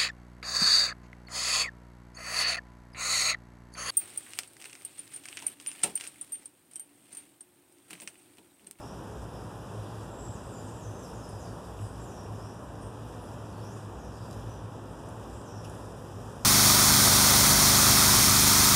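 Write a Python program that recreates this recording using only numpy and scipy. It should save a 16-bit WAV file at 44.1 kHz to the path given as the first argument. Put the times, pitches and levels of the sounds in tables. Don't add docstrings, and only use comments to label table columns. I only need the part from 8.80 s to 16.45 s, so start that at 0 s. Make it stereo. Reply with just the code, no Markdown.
import sys
import numpy as np
from scipy import signal
from scipy.fft import rfft, irfft
from scipy.io import wavfile
from scipy.ndimage import uniform_filter1d

SR = 44100
rng = np.random.default_rng(int(sys.argv[2]) if len(sys.argv) > 2 else 0)


def store_wav(level_fs):
    pcm = np.round(np.clip(np.atleast_2d(level_fs), -1, 1) * 32767)
    wavfile.write(sys.argv[1], SR, pcm.T.astype(np.int16))


N = 337317

# time in seconds, level of the fine leaf rustle in dB, level of the deeper bough swish in dB.
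WIND_SWELL = [(0.0, -60, -64), (.12, -62.5, -60), (.35, -62.5, -62.5), (.88, -62, -58.5),
              (1.08, -62, -57.5), (1.4, -63, -60), (1.83, -62, -60.5), (2.3, -61.5, -61),
              (2.75, -62, -61.5), (3.05, -62, -60.5), (3.35, -62.5, -61), (3.55, -62, -62.5),
              (3.82, -65.5, -68), (4.2, -65, -59), (4.42, -63, -60), (4.7, -64, -62.5), (4.92, -62.5, -59),
              (5.25, -66.5, -66), (5.52, -60.5, -58), (5.85, -67, -60), (6.15, -65.5, -63.5),
              (6.35, -62.5, -61.5), (6.78, -65, -61), (6.9, -59.5, -62), (7.1, -63.5, -63),
              (7.45, -60.5, -60.5), (7.65, -61.5, -59.5)]
# frequency in Hz, level in dB per Hz before the rustle's own strength.
LEAF_SPECTRUM = [(500, -125), (2000, -101), (3600, -100.5), (5000, -94), (7500, -94), (9500, -93.5),
                 (11000, -99), (12500, -103), (14500, -106)]
# frequency in Hz, level in dB per Hz before the wind's swell.
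BOUGH_SPECTRUM = [(1000, -120), (2600, -100), (4300, -102), (7000, -115)]
# start in seconds, starting level in dB before echo and flutter,
# centre in Hz, reach to either side in octaves, time to fade by 60 dB in seconds.
STEM_CLICKS = [(.037, -54, 2500, .5, .03), (.367, -53, 2800, .7, .03), (.558, -55, 2700, .5, .04),
               (.935, -56, 6000, .9, .12), (2.235, -55, 11000, .4, .15), (2.279, -50, 11500, .35, .03),
               (2.49, -44.5, 9400, .22, .06), (2.99, -46.5, 2500, .4, .04), (3.462, -50, 2400, .35, .03),
               (3.525, -58, 11500, .4, .15), (3.955, -51, 5200, .7, .015), (5.355, -52, 6000, .9, .03),
               (5.511, -39, 7000, .9, .011), (5.529, -41.5, 5500, .9, .022), (6.288, -44, 8800, .45, .025),
               (6.842, -48.5, 2650, .35, .1), (6.853, -46, 2700, .35, .05), (6.845, -47.5, 5800, .5, .1),
               (6.846, -52, 11000, .25, .14), (6.898, -36.5, 8400, .6, .008), (6.95, -50, 6000, .9, .03),
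               (7.015, -51, 5500, .9, .025)]
# start in seconds, length in seconds, first, middle and last pitch in Hz,
# level in dB before echo, buzz as the share by which the pitch quivers.
BIRD_NOTES = [(0.0, 0.12, 4950, 5570, 5970, -57.5, 0.038), (0.527, .052, 5550, 5130, 4720, -58, .04),
              (.95, 0.29, 4250, 4450, 4850, -63, .05), (1.301, .06, 7520, 7570, 7650, -55, 0.0065),
              (1.367, 0.11, 7780, 7620, 7560, -51, 0.013), (1.504, 0.068, 8500, 7600, 6000, -54, 0.037),
              (1.61, 0.097, 7700, 8150, 8500, -56.5, .05), (1.69, .1, 4900, 4950, 4900, -61, .025),
              (1.707, 0.088, 7550, 7220, 7180, -50.5, .016), (1.835, 0.066, 8150, 8240, 8200, -55.5, .016),
              (1.857, .04, 7700, 6900, 6250, -56, 0.042), (1.929, 0.089, 8200, 7630, 7060, -57.5, .035),
              (2.007, 0.07, 7000, 6150, 6120, -51, 0.013), (2.123, 0.097, 6250, 6220, 6100, -56, 0.021),
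              (2.18, .045, 7600, 7500, 7300, -55, .024), (2.203, 0.07, 6700, 5650, 4900, -54, 0.02),
              (2.33, 0.096, 7100, 6550, 6160, -56, 0.032), (2.414, .13, 5400, 5020, 4950, -57, 0.02),
              (2.582, 0.055, 7600, 6480, 5600, -52.5, .05), (2.63, 0.063, 5450, 4900, 4300, -56.5, .04),
              (2.993, 0.03, 7870, 8000, 8100, -53, .012), (3.003, 0.084, 10100, 9000, 8300, -57, .055),
              (3.025, .05, 5100, 4900, 4650, -63, 0.022), (3.185, 0.085, 7800, 7400, 6900, -59, 0.018),
              (3.265, 0.055, 6800, 6180, 5730, -54, 0.032), (3.314, .11, 5750, 5600, 5550, -58, 0.018),
              (3.576, 0.14, 5000, 5560, 6050, -58.5, .026), (4.005, .045, 9450, 8880, 8200, -53.5, .03),
              (4.385, .07, 10200, 9950, 9700, -61, .05), (4.72, 0.098, 4400, 4460, 4530, -59, .016),
              (4.791, 0.18, 4650, 6150, 7240, -58, 0.04), (5.172, 0.11, 6900, 6020, 5100, -59, 0.06),
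              (5.28, 0.21, 5100, 4750, 5100, -60.5, 0.078), (5.667, 0.085, 6000, 5920, 5900, -57, 0.0086),
              (6.475, 0.16, 6950, 7850, 8100, -58.5, .052), (6.645, 0.048, 7300, 6250, 5550, -55, 0.055),
              (6.686, 0.125, 5750, 5600, 5520, -57.5, 0.042)]
# time in seconds, hum level in dB before a small trim.
HUM_SWELL = [(0.0, -46.5), (.55, -45), (1.1, -39), (1.3, -44), (1.53, -41), (1.75, -44), (2.1, -38.5),
             (2.24, -55), (2.36, -36), (2.47, -49.5), (2.57, -37), (2.72, -40.5), (2.86, -52),
             (3.03, -35.5), (3.3, -44), (3.49, -37), (3.62, -40), (3.87, -47), (4.08, -38), (4.32, -45.5),
             (4.58, -40), (4.76, -43), (4.88, -36.5), (5.05, -37.5), (5.22, -50), (5.4, -39.5),
             (5.6, -37.5), (5.9, -41), (6.18, -45.5), (6.32, -39.5), (6.65, -42.5), (6.85, -40.5),
             (7.2, -46.5), (7.4, -41), (7.65, -45)]
# frequency in Hz, level in dB.
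FAN_DRONES = [(174, -57), (202, -59.5), (253, -58), (297, -63), (592, -65.5)]
# time in seconds, level in dB.
RUMBLE_SWELL = [(0.0, -45), (.5, -48.5), (0.93, -52), (1.1, -48.5), (1.55, -47.5), (1.75, -51), (2.05, -44),
                (2.23, -52), (2.36, -46.5), (2.85, -48.5), (3.48, -46.5), (3.7, -57), (4.0, -46),
                (4.25, -51), (4.6, -47), (4.95, -57), (5.15, -47), (6.2, -52), (6.52, -48), (6.8, -52),
                (7.65, -52)]
# frequency in Hz, level in dB per Hz before the rumble's swell.
RUMBLE_SPECTRUM = [(20, -100), (33, -84), (45, -80.5), (56, -61), (68, -63.5), (88, -72), (160, -97),
                   (400, -130)]
# frequency in Hz, level in dB per Hz before its slow swell.
CITY_SPECTRUM = [(40, -105), (90, -68.5), (128, -65), (150, -66), (180, -66.5), (300, -71), (520, -72.5),
                 (660, -75), (1000, -77), (1200, -81), (1600, -83.5), (2200, -88.5), (3300, -98),
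                 (9000, -120)]
# frequency in Hz, likeness from 0 to 1.
CHANNEL_LIKENESS = [(40, 0.65), (110, 0.86), (190, 0.17), (350, 0.88), (620, 0.72), (1050, 0.98),
                    (1500, 0.92), (2150, 1), (2700, 0.7), (3200, 0.7), (3700, 1), (5500, 1), (6800, 0.35),
                    (11000, 0)]
# frequency in Hz, right below left in dB.
RIGHT_SHADE = [(50, 2.6), (100, 5), (170, 3.6), (270, 3.25), (800, 1.3), (1100, 0.79), (1400, 3.5),
               (2200, 0.34), (3300, 1), (5500, 4.4), (7500, 6.1), (10000, 11.5), (13000, 14)]

T, HZ = np.arange(N) / SR, np.fft.rfftfreq(N, 1 / SR)
HUM_HZ, HUM_SPREAD_HZ, HUM_WANDER_HZ = 107.1, 5.5, 5.56
NOTE_EDGE_SHARE = .3
PATH_CHANGES_PER_S = 5
LAG_S, LAG_CORNER_HZ, EDGE_HZ = .000461, 1085, 14300


def leaves(ticks_per_s=1100, spread_db=2.0, tick_s=0.0017, tick_db=-5.0, hiss_db=-3.0,
           patchy_db=1, flutter_db=0.5, gust=0.64, brighten=.3):
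    wind_db = sway(axis=1)
    touches = rng.random((2, N)) < ticks_per_s * gain_of(gust * wind_db) / SR
    sizes = gain_of(spread_db * np.minimum(rng.exponential(1, (2, N)), 4.5))
    fade = np.exp(-1 / (tick_s * SR))
    scraping = signal.lfilter([1], [1, -fade], (touches * sizes) ** 2)
    ticks = evened(np.sqrt(scraping) * rng.standard_normal((2, N)))
    hiss = rng.standard_normal((2, N))
    rustle = gain_of(hiss_db) * hiss + gain_of(tick_db) * ticks

    hz, t, z = signal.stft(rustle, SR, nperseg=512)
    sprays = uniform_filter1d(rng.standard_normal(z.shape[1:]), size=22, axis=0)
    sprays = uniform_filter1d(sprays, size=16, axis=1)
    wind_share = gust + brighten * np.log2(np.maximum(hz, 2000) / 8000)
    swell_db = np.outer(wind_share, np.interp(t, T, wind_db))
    z = z * gain_of(patchy_db * evened(sprays) + swell_db)
    rustle = signal.istft(z, nperseg=512)[1][:, :N]
    return coloured(rustle * gain_of(flutter_db * drift(14)), LEAF_SPECTRUM)


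def boughs(gust=1.5):
    swish = rng.standard_normal((2, N)) * gain_of(gust * sway(axis=2))
    return coloured(swish, BOUGH_SPECTRUM)


def sway(axis):
    level_db = uniform_filter1d(follow(WIND_SWELL, axis=axis), size=9000)
    return level_db - level_db.mean()


def bird(rasp_db=-8, rasp_width=.06):
    song = np.zeros(N)
    quivers = np.array([drift(454), drift(900)])
    for s, length, first_hz, middle_hz, last_hz, db, buzz in BIRD_NOTES:
        u = np.linspace(0, 1, max(round(length * SR), 8))
        arc = np.polyfit([0, .5, 1], [first_hz, middle_hz, last_hz], 2)
        quiver = quivers[:, max(round(s * SR), 0):][:, :len(u)]
        depth = np.array([[buzz], [buzz + rasp_width]])
        hz = np.polyval(arc, u) * (1 + depth * quiver)
        whistle, rasp = np.sin(2 * np.pi * np.cumsum(hz, axis=1) / SR)
        note = (whistle + gain_of(rasp_db) * rasp) * signal.windows.tukey(len(u), NOTE_EDGE_SHARE)
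        add(song, s, gain_of(db) * evened(note))
    turns = [np.sqrt(2 / 3) * np.cos(np.pi * (PATH_CHANGES_PER_S * T + k / 3)) for k in range(3)]
    near_walls = sum(yard(song * turn, t60=.46, wet_db=14) for turn in turns)
    tall_buildings = yard(song, t60=1.2, wet_db=20)
    return gain_of(-9) * song + gain_of(-1.3) * near_walls + gain_of(-9) * tall_buildings


def stems():
    out, t = np.zeros((2, N)), np.arange(8192) / SR
    hz = np.fft.rfftfreq(len(t), 1 / SR) + 1
    dull = 1 / np.sqrt(1 + (hz / 11300) ** 12)
    for s, db, centre_hz, octaves, t60 in STEM_CLICKS:
        band = np.exp(-(np.log2(hz / centre_hz) / octaves) ** 2)
        burst = irfft(rfft(rng.standard_normal((2, len(t)))) * dull * band)
        add(out, s, gain_of(db - 60 * t / t60) * evened(burst))
    uneven = out * gain_of(drift(200))
    return yard(uneven, t60=.28, wet_db=-5)


def yard(x, t60, wet_db):
    t = np.arange(SR) / SR
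    tail = rng.standard_normal((2, len(t))) * gain_of(-60 * t / t60)
    tail *= gain_of(wet_db) / np.linalg.norm(tail[0])
    tail[0, 0] += 1
    echoed = signal.fftconvolve(np.atleast_2d(x), tail, axes=1)[:, :N]
    return echoed / np.linalg.norm(tail[0])


def machinery(hum_db=-2.1, evenness=0.66):
    pitches = HUM_HZ + HUM_SPREAD_HZ * np.linspace(-1, 1, 4)
    beating = sum(tone(hz, width_hz=HUM_WANDER_HZ) for hz in pitches)
    power = uniform_filter1d(beating ** 2, size=9000)
    hum = evened(beating / power ** (evenness / 2)) * gain_of(follow(HUM_SWELL) + hum_db)
    drones = sum(gain_of(db) * tone(hz, width_hz=4.35, steadiness=0.58) for hz, db in FAN_DRONES)
    return hum + drones


def tone(hz, width_hz, steadiness=0.69):
    wander = drift(width_hz) + 1j * drift(width_hz)
    power = uniform_filter1d(abs(wander) ** 2, size=4000) + 1e-6
    steadied = wander / power ** (steadiness / 2)
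    return evened((steadied * np.exp(2j * np.pi * hz * T)).real)


def city(swell_db=0.35, fade_db_per_s=-0.0657, surge=0.85):
    wash = coloured(rng.standard_normal((2, N)), CITY_SPECTRUM)
    wash = wash * gain_of(swell_db * drift(2.5) + fade_db_per_s * (T - T.mean()))
    rumble_db = follow(RUMBLE_SWELL)
    rumble_gain = gain_of(surge * (rumble_db - rumble_db.mean()))
    return wash + coloured(rng.standard_normal((2, N)) * rumble_gain, RUMBLE_SPECTRUM)


def gain_of(db):
    return 10 ** (np.asarray(db) / 20)


def evened(x):
    return x / np.sqrt(np.mean(abs(x) ** 2) + 1e-20)


def read(points, hz):
    f, value = np.transpose(points)
    return np.interp(np.log(hz + 1), np.log(f), value)


def follow(curve, axis=1):
    columns = np.transpose(curve)
    return np.interp(T, columns[0], columns[axis])


def add(mix, s, sound):
    part = mix[..., max(round(s * SR), 0):][..., :sound.shape[-1]]
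    part += sound[..., :part.shape[-1]]


def coloured(x, spectrum):
    return irfft(rfft(x) * gain_of(read(spectrum, HZ)) * np.sqrt(SR / 2), N)


def drift(rate_hz):
    return evened(irfft(rfft(rng.standard_normal(N)) * np.exp(-(HZ / rate_hz) ** 2), N))


def scene():
    hum = machinery()
    other_hum = machinery()
    return leaves() + boughs() + bird() + stems() + np.array([hum, other_hum]) + city()


def record(dry):
    left, other = rfft(dry)
    same = np.clip(read(CHANNEL_LIKENESS, HZ), 0, 1)
    lag = np.exp(-2j * np.pi * LAG_S * np.maximum(HZ - LAG_CORNER_HZ, 0))
    right = same * lag * left + np.sqrt(1 - same ** 2) * other
    right = right * gain_of(-read(RIGHT_SHADE, HZ))
    low_pass = signal.firwin(1023, EDGE_HZ, window=("kaiser", 9), fs=SR)
    return signal.oaconvolve(irfft(np.array([left, right]), N), low_pass[None], "same")


dry = scene()
out = record(dry)
store_wav(out)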